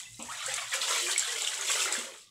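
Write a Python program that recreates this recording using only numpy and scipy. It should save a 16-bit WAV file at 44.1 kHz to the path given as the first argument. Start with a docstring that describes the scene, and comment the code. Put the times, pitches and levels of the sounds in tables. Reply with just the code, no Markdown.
"""Water patters off a soaked cloth, lifted from a plastic basin, wrung twice and dropped back.
The run-off falls as fine spray and drives bubbles of every size into the water; drops plink and tick,
the water gurgles, the grip presses out squirts. Faint metallic rings come at the start and end.
The basin hums under the dragging cloth and thuds when bumped.
Small concrete wash room; one close microphone on both channels."""
import sys
import numpy as np
from scipy import signal
from scipy.fft import rfft, irfft, next_fast_len
from scipy.io import wavfile
from scipy.ndimage import map_coordinates

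SR = 44100
rng = np.random.default_rng(int(sys.argv[2]) if len(sys.argv) > 2 else 0)


def put_to_file(sound):
    """Save the sound as 16-bit audio at rate SR, in the file named by the first command-line argument."""
    columns = np.atleast_2d(sound).T  # one column per channel
    safe = np.clip(columns, -1, 1)
    whole_steps = np.round(safe * 32767)
    wavfile.write(sys.argv[1], SR, whole_steps.astype(np.int16))


N = 101429

# falling water through lift, first squeeze, trickle, second squeeze, drop
# (time [s], spray gain [dB], fizz gain [dB], larger-bubble gain [dB])
WATER_FLOW = [(0, -40.5, -44, -47.5), (.07, -52.5, -59, -69), (.17, -49, -79, -75.5),
              (.28, -46.5, -57, -53), (.32, -42.5, -47, -43), (.41, -44.5, -41.5, -43),
              (.5, -39, -42.5, -39.5), (.61, -42, -42.5, -42), (.7, -45.5, -49, -53.5),
              (.74, -32, -31.5, -32.5), (.795, -41.5, -56, -44), (.815, -34.5, -31, -40.5),
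              (.87, -35, -40, -40.5), (.91, -32, -34, -34.5), (.99, -32.5, -34, -36),
              (1.04, -34.5, -36.5, -54.5), (1.09, -33.5, -42, -35), (1.12, -29.5, -32, -43.5),
              (1.15, -42, -42.5, -47), (1.23, -36.5, -36.5, -42.5), (1.33, -40, -38, -44.5),
              (1.39, -35, -38, -43), (1.54, -42, -41, -44), (1.59, -39, -45, -40), (1.67, -37, -38, -44),
              (1.705, -29, -33, -32.5), (1.765, -34, -38, -37), (1.83, -29.5, -34, -40),
              (1.89, -39.5, -42, -35.5), (1.97, -37.5, -40, -43.5), (2.06, -44.5, -49.5, -50.5),
              (2.155, -55, -57.5, -54.5), (2.21, -54, -55, -103), (2.3, -72, -71, -106)]
# deep churning where the stream enters the basin (time [s], level [dB])
CHURN_LEVEL = [(.4, -85), (.54, -63), (.7, -77), (.75, -53.5), (.84, -54.5), (.91, -42.5), (1.12, -56.5),
               (1.22, -93), (1.37, -50), (1.53, -60.5), (1.77, -49.5), (2.12, -53.5), (2.24, -89)]
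# cloth dragging on the basin (time [s], length [s], level [dB])
CLOTH_DRAGS = [(0.031, 0.17, -59), (0.223, 0.11, -59), (0.434, 0.14, -58.5), (.62, 0.075, -63.5)]
# four faint metallic rings, then bubble plinks (time [s], peak [dB], start pitch [Hz], life [cycles])
RINGS_AND_PLINKS = [(0.055, -43, 2650, 180), (.068, -48, 2000, 350), (0.144, -44, 3920, 210),
                    (.172, -54, 2060, 550), (1.226, -27.5, 1610, 32), (1.066, -25.5, 2366, 110),
                    (1.1614, -19.5, 2217, 71), (1.29, -29.5, 1920, 83), (1.448, -19.5, 3560, 49),
                    (1.474, -16, 2970, 30), (1.8183, -22.5, 2640, 79), (1.857, -24, 1360, 47),
                    (1.952, -26.5, 1680, 55)]
# knocks on the basin (time [s], gain [dB], relative slap level [dB])
BASIN_BUMPS = [(0.192, -39, 0.5), (0.805, -57, -6), (1.979, -39.5, -9)]
# basin resonances (frequency [Hz], relative level [dB], T60 [s])
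BASIN_MODES = [(246, 6.5, 0.088), (287, 5.5, 0.047)]
# drops bursting on the water (time [s], ping peak [dB], start pitch [Hz])
DROP_TICKS = [(0.2251, -27, 7500), (0.462, -23, 8130), (0.5404, -18, 8370), (1.1792, -12, 7830),
              (1.194, -14.5, 7300), (1.4204, -22, 7140), (1.4753, -25, 5570), (1.6114, -22, 6640),
              (1.7166, -20, 7450), (1.925, -16, 7930), (1.941, -21.5, 7600)]
# gurgles, slurps, a wet slap at 0.718 s, a faint metallic ring at 2.12 s
# (time [s], length [s], start [Hz], end [Hz], width [Hz], level [dB])
WAVERING_BANDS = [(0.281, 0.057, 878, 1653, 255, -41), (0.478, 0.03, 510, 544, 29.3, -35.5),
                  (.55, 0.08, 1189, 1120, 64, -46), (0.718, 0.043, 2015, 1387, 1120, -33.5),
                  (0.732, 0.053, 517, 512, 45, -43.5), (0.946, 0.079, 473, 452, 110, -51),
                  (1.007, 0.15, 341.4, 388, 58, -50), (1.27, 0.19, 473, 443, 63, -52.5),
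                  (1.542, 0.13, 404.6, 392, 45, -53.5), (1.695, 0.074, 530, 530, 35.3, -53),
                  (1.742, 0.22, 403.6, 373.7, 108, -53), (2.12, .2, 1160, 1168, 128, -71.5)]
# squirts from the cloth (time [s], length [s], level [dB])
CLOTH_SQUIRTS = [(0.561, 0.012, -28), (1.315, 0.029, -33), (1.466, .03, -34), (1.532, 0.028, -34),
                 (1.813, .025, -38), (2.173, .025, -48)]
# room decay (frequency [Hz], T60 [s])
ROOM_T60 = [(150, 0.31), (1000, 0.23), (4000, 0.3), (8000, 0.16), (15000, 0.21)]
# spectral shape of each source (frequency [Hz], relative gain [dB])
SPRAY_EQ = [(700, -58), (2000, -19), (3000, -10.5), (4000, -13.5), (5000, -7.5), (6500, -3), (7750, 1.5),
            (8800, -6), (10500, -11.5), (13000, -22), (15700, -27)]
FIZZ_EQ = [(800, -43), (1800, -8), (2500, -9), (3300, 0), (4000, -2.5), (4700, -8.5), (7000, -10)]
BUBBLE_EQ = [(400, -29), (600, -9.5), (950, -5.5), (1400, -3), (2250, -2), (2900, -11), (4500, -37)]
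CHURN_EQ = [(200, -16), (300, -16.5), (380, -3), (530, 1.5), (650, -3.5), (1000, -65)]
HUM_EQ = [(25, -26), (62, 8.5), (92, -6), (120, 13.5), (150, 0), (400, -28)]
SLAP_EQ = [(150, -24), (300, -7.5), (500, 6.5), (850, 6), (1250, 4.5), (1700, -29), (2300, 4), (3500, 0.5),
           (9000, -50)]
SPLAT_EQ = [(700, -47), (3000, -6), (5500, -1.5), (7750, 8), (10000, -3), (14000, -28)]
BACKGROUND_EQ = [(70, 0), (200, 2), (1500, -25), (8000, -10.5), (15000, -21.5)]


def amp(db):
    """Decibels to gain."""
    return 10 ** (np.asarray(db) / 20)


def unit_rms(x):
    """Scale to rms 1."""
    return x / np.sqrt(np.mean(x ** 2) + 1e-20)


def log_interp(points, hz):
    """Read (frequency [Hz], value) points on a log axis."""
    knots_hz, values = np.transpose(points)
    return np.interp(np.log(hz + 1), np.log(knots_hz + 1), values)


def curves(rows):
    """Per-sample curve for each column after the time."""
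    times_s, *columns = np.transpose(rows)
    return [np.interp(np.arange(N) / SR, times_s, column) for column in columns]


def wobble(rate_hz, n=N, knots=1000):
    """Smooth random curve, rate_hz knots a second."""
    return map_coordinates(rng.standard_normal(knots), [np.arange(n) * rate_hz / SR], mode="wrap")


def filtered(x, response):
    """Apply a gain given as a function of frequency."""
    size = next_fast_len(N + SR // 2)
    return irfft(rfft(x, size) * response(np.fft.rfftfreq(size, 1 / SR)), size)[:N]


def shaped(x, eq):
    """Equalise, then scale to rms 1."""
    return unit_rms(filtered(x, lambda hz: amp(log_interp(eq, hz))))


def noise(eq, n=N):
    """n samples of shaped noise."""
    return shaped(rng.standard_normal(N), eq)[:n]


def add(track, start_s, sound):
    """Mix a sound into the track."""
    part = track[max(round(start_s * SR), 0):][:len(sound)]
    part += sound[:len(part)]


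def chirp(t, hz, cycles, rise, attack_s):
    """Damped tone, climbing like a bubble nearing the surface; 60 dB down after its cycles."""
    age = t * hz / cycles
    tone = np.sin(2 * np.pi * hz * t * (1 + rise * age / 2))
    return tone * amp(-60 * age) * (1 - np.exp(-t / attack_s)) ** 2


def swarm(low_hz, high_hz, cycles, rise, spread_db, count):
    """Bubbles of random time, pitch, strength and life; about equal power per Hz."""
    when, pitch, strength, life = rng.random((count, 4)).T[:, :, None]
    hz = low_hz * (high_hz / low_hz) ** pitch
    t = np.arange(int(SR * min(cycles / low_hz, .15))) / SR
    gain = hz * amp(spread_db * strength ** 3)
    rings = gain * chirp(t, hz, cycles * (.5 + life), rise, attack_s=.5 / hz)
    samples = (when * N).astype(int) + np.arange(len(t))
    return np.bincount(samples.ravel(), rings.ravel(), N)[:N]


def run_off(patter_db=-4, mist_db=-2.5, spurt_db=1.3):
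    """Falling water: droplets and mist, small and large bubbles under them, deep churning."""
    spray_db, fizz_db, bubbles_db = curves(WATER_FLOW)
    churn_db, = curves(CHURN_LEVEL)
    mist = noise(SPRAY_EQ)
    patter = shaped(swarm(1840, 14670, cycles=12, rise=.18, spread_db=8, count=4200), SPRAY_EQ)
    fizz = shaped(swarm(1920, 5700, cycles=41, rise=.068, spread_db=3, count=1400), FIZZ_EQ)
    bubbles = shaped(swarm(516, 3308, cycles=39.6, rise=.054, spread_db=7, count=1500), BUBBLE_EQ)
    churn = shaped(swarm(251.4, 808, cycles=36, rise=.28, spread_db=-5.5, count=900), CHURN_EQ)
    spray = amp(spray_db) * (amp(patter_db) * patter + amp(mist_db) * mist)
    splash = spray + amp(fizz_db) * fizz + amp(bubbles_db) * bubbles
    spurts = amp(spurt_db * wobble(rate_hz=110))
    return spurts * splash + amp(churn_db) * churn


def drags():
    """The basin hums dully while the cloth drags on it."""
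    out = np.zeros(N)
    for start_s, length_s, db in CLOTH_DRAGS:
        stroke = np.sqrt(np.abs(np.hanning(round(length_s * SR))))
        add(out, start_s, amp(db) * stroke * noise(HUM_EQ, len(stroke)))
    return out


def rings_and_plinks():
    """Faint metallic ringing at the start, then short bubble plinks."""
    out, t = np.zeros(N), np.arange(SR // 4) / SR
    for start_s, db, hz, cycles in RINGS_AND_PLINKS:
        ring = chirp(t, hz, cycles, rise=.064, attack_s=.000092)
        add(out, start_s, amp(db) * ring / np.abs(ring).max())
    return out


def bumps(attack_s=.006, slap_t60_s=.27):
    """The bumped basin thuds in its modes under a wet slap."""
    out, t = np.zeros(N), np.arange(SR // 3) / SR
    thud = sum(amp(db - 60 * t / t60_s) * np.sin(2 * np.pi * hz * t) for hz, db, t60_s in BASIN_MODES)
    attack = 1 - np.exp(-t / attack_s)
    for start_s, db, slap_db in BASIN_BUMPS:
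        slap = noise(SLAP_EQ, len(t)) * amp(slap_db - 60 * t / slap_t60_s)
        add(out, start_s, amp(db) * (thud + slap) * attack)
    return out


def ticks(splat_gain=.45, splat_decay_s=.0037):
    """Drops burst on the water: a sharp ping and a tiny splat."""
    out, t = np.zeros(N), np.arange(SR // 4) / SR
    for start_s, db, hz in DROP_TICKS:
        ping = chirp(t, hz, cycles=74, rise=.055, attack_s=.0002)
        splat = noise(SPLAT_EQ, len(t)) * np.exp(-t / splat_decay_s)
        add(out, start_s, amp(db) * (ping / np.abs(ping).max() + splat_gain * splat))
    return out


def wavering_bands(attack_s=.011, release_s=.026):
    """Noise bands around gliding tones: gurgles, slurps, a wet slap and a faint closing ring."""
    out = np.zeros(N)
    for start_s, length_s, start_hz, end_hz, width_hz, db in WAVERING_BANDS:
        n = round(length_s * SR)
        t = np.arange(n) / SR
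        phase = 2 * np.pi * np.cumsum(np.linspace(start_hz, end_hz, n)) / SR
        in_phase = 1 + wobble(width_hz, n, knots=64)
        quadrature = wobble(width_hz, n, knots=64)
        band = unit_rms(in_phase * np.sin(phase) + quadrature * np.cos(phase))
        envelope = np.clip(np.minimum(t / attack_s, (length_s - t) / release_s), 0, 1)
        add(out, start_s, amp(db) * envelope * band)
    return out


def squirts(attack_s=.0023):
    """Each tightening of the grip shoots out a brief crackle of tiny droplets."""
    crackle = shaped(swarm(3300, 14200, cycles=10.4, rise=0, spread_db=15, count=5000), SPRAY_EQ)
    pressure = np.zeros(N)
    for start_s, length_s, db in CLOTH_SQUIRTS:
        t = np.arange(round(length_s * SR)) / SR
        fade = np.sqrt(np.abs(1 - t / length_s))
        add(pressure, start_s, amp(db) * np.minimum(t / attack_s, 1) * fade)
    return pressure * crackle


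def room(x, wet_db=-3.5, wall_delay_s=.003, tail_count=46):
    """Bare walls answer at once, a little differently as the splash moves; the treble around 8 kHz dies first."""
    hz, t, spectra = signal.stft(rng.standard_normal((tail_count, SR // 3)), SR, nperseg=256)
    decay = amp(-60 * t / log_interp(ROOM_T60, hz)[:, None])
    _, tails = signal.istft(spectra * decay, SR, nperseg=256)
    wet, hop = np.zeros(N), N // tail_count + 1
    window = signal.windows.cosine(2 * hop)
    for k, tail in enumerate(tails):
        piece = x[k * hop:][:2 * hop]
        reflections = signal.fftconvolve(piece * window[:len(piece)], tail / np.linalg.norm(tail))
        add(wet, k * hop / SR + wall_delay_s, reflections)
    return (x + amp(wet_db) * wet) / np.hypot(1, amp(wet_db))


def scene(background_db=-71.5):
    """Water and basin in the room, over faint background noise."""
    background = amp(background_db) * noise(BACKGROUND_EQ)
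    direct = run_off() + squirts() + wavering_bands() + ticks() + rings_and_plinks() + bumps() + drags()
    mono = room(direct) + background
    return np.array([mono, mono])


def record(dry, cutoff_hz=15750):
    """Brick-wall low-pass on each channel."""
    return np.array([filtered(channel, lambda hz: hz < cutoff_hz) for channel in dry])


dry = scene()
out = record(dry)
put_to_file(out)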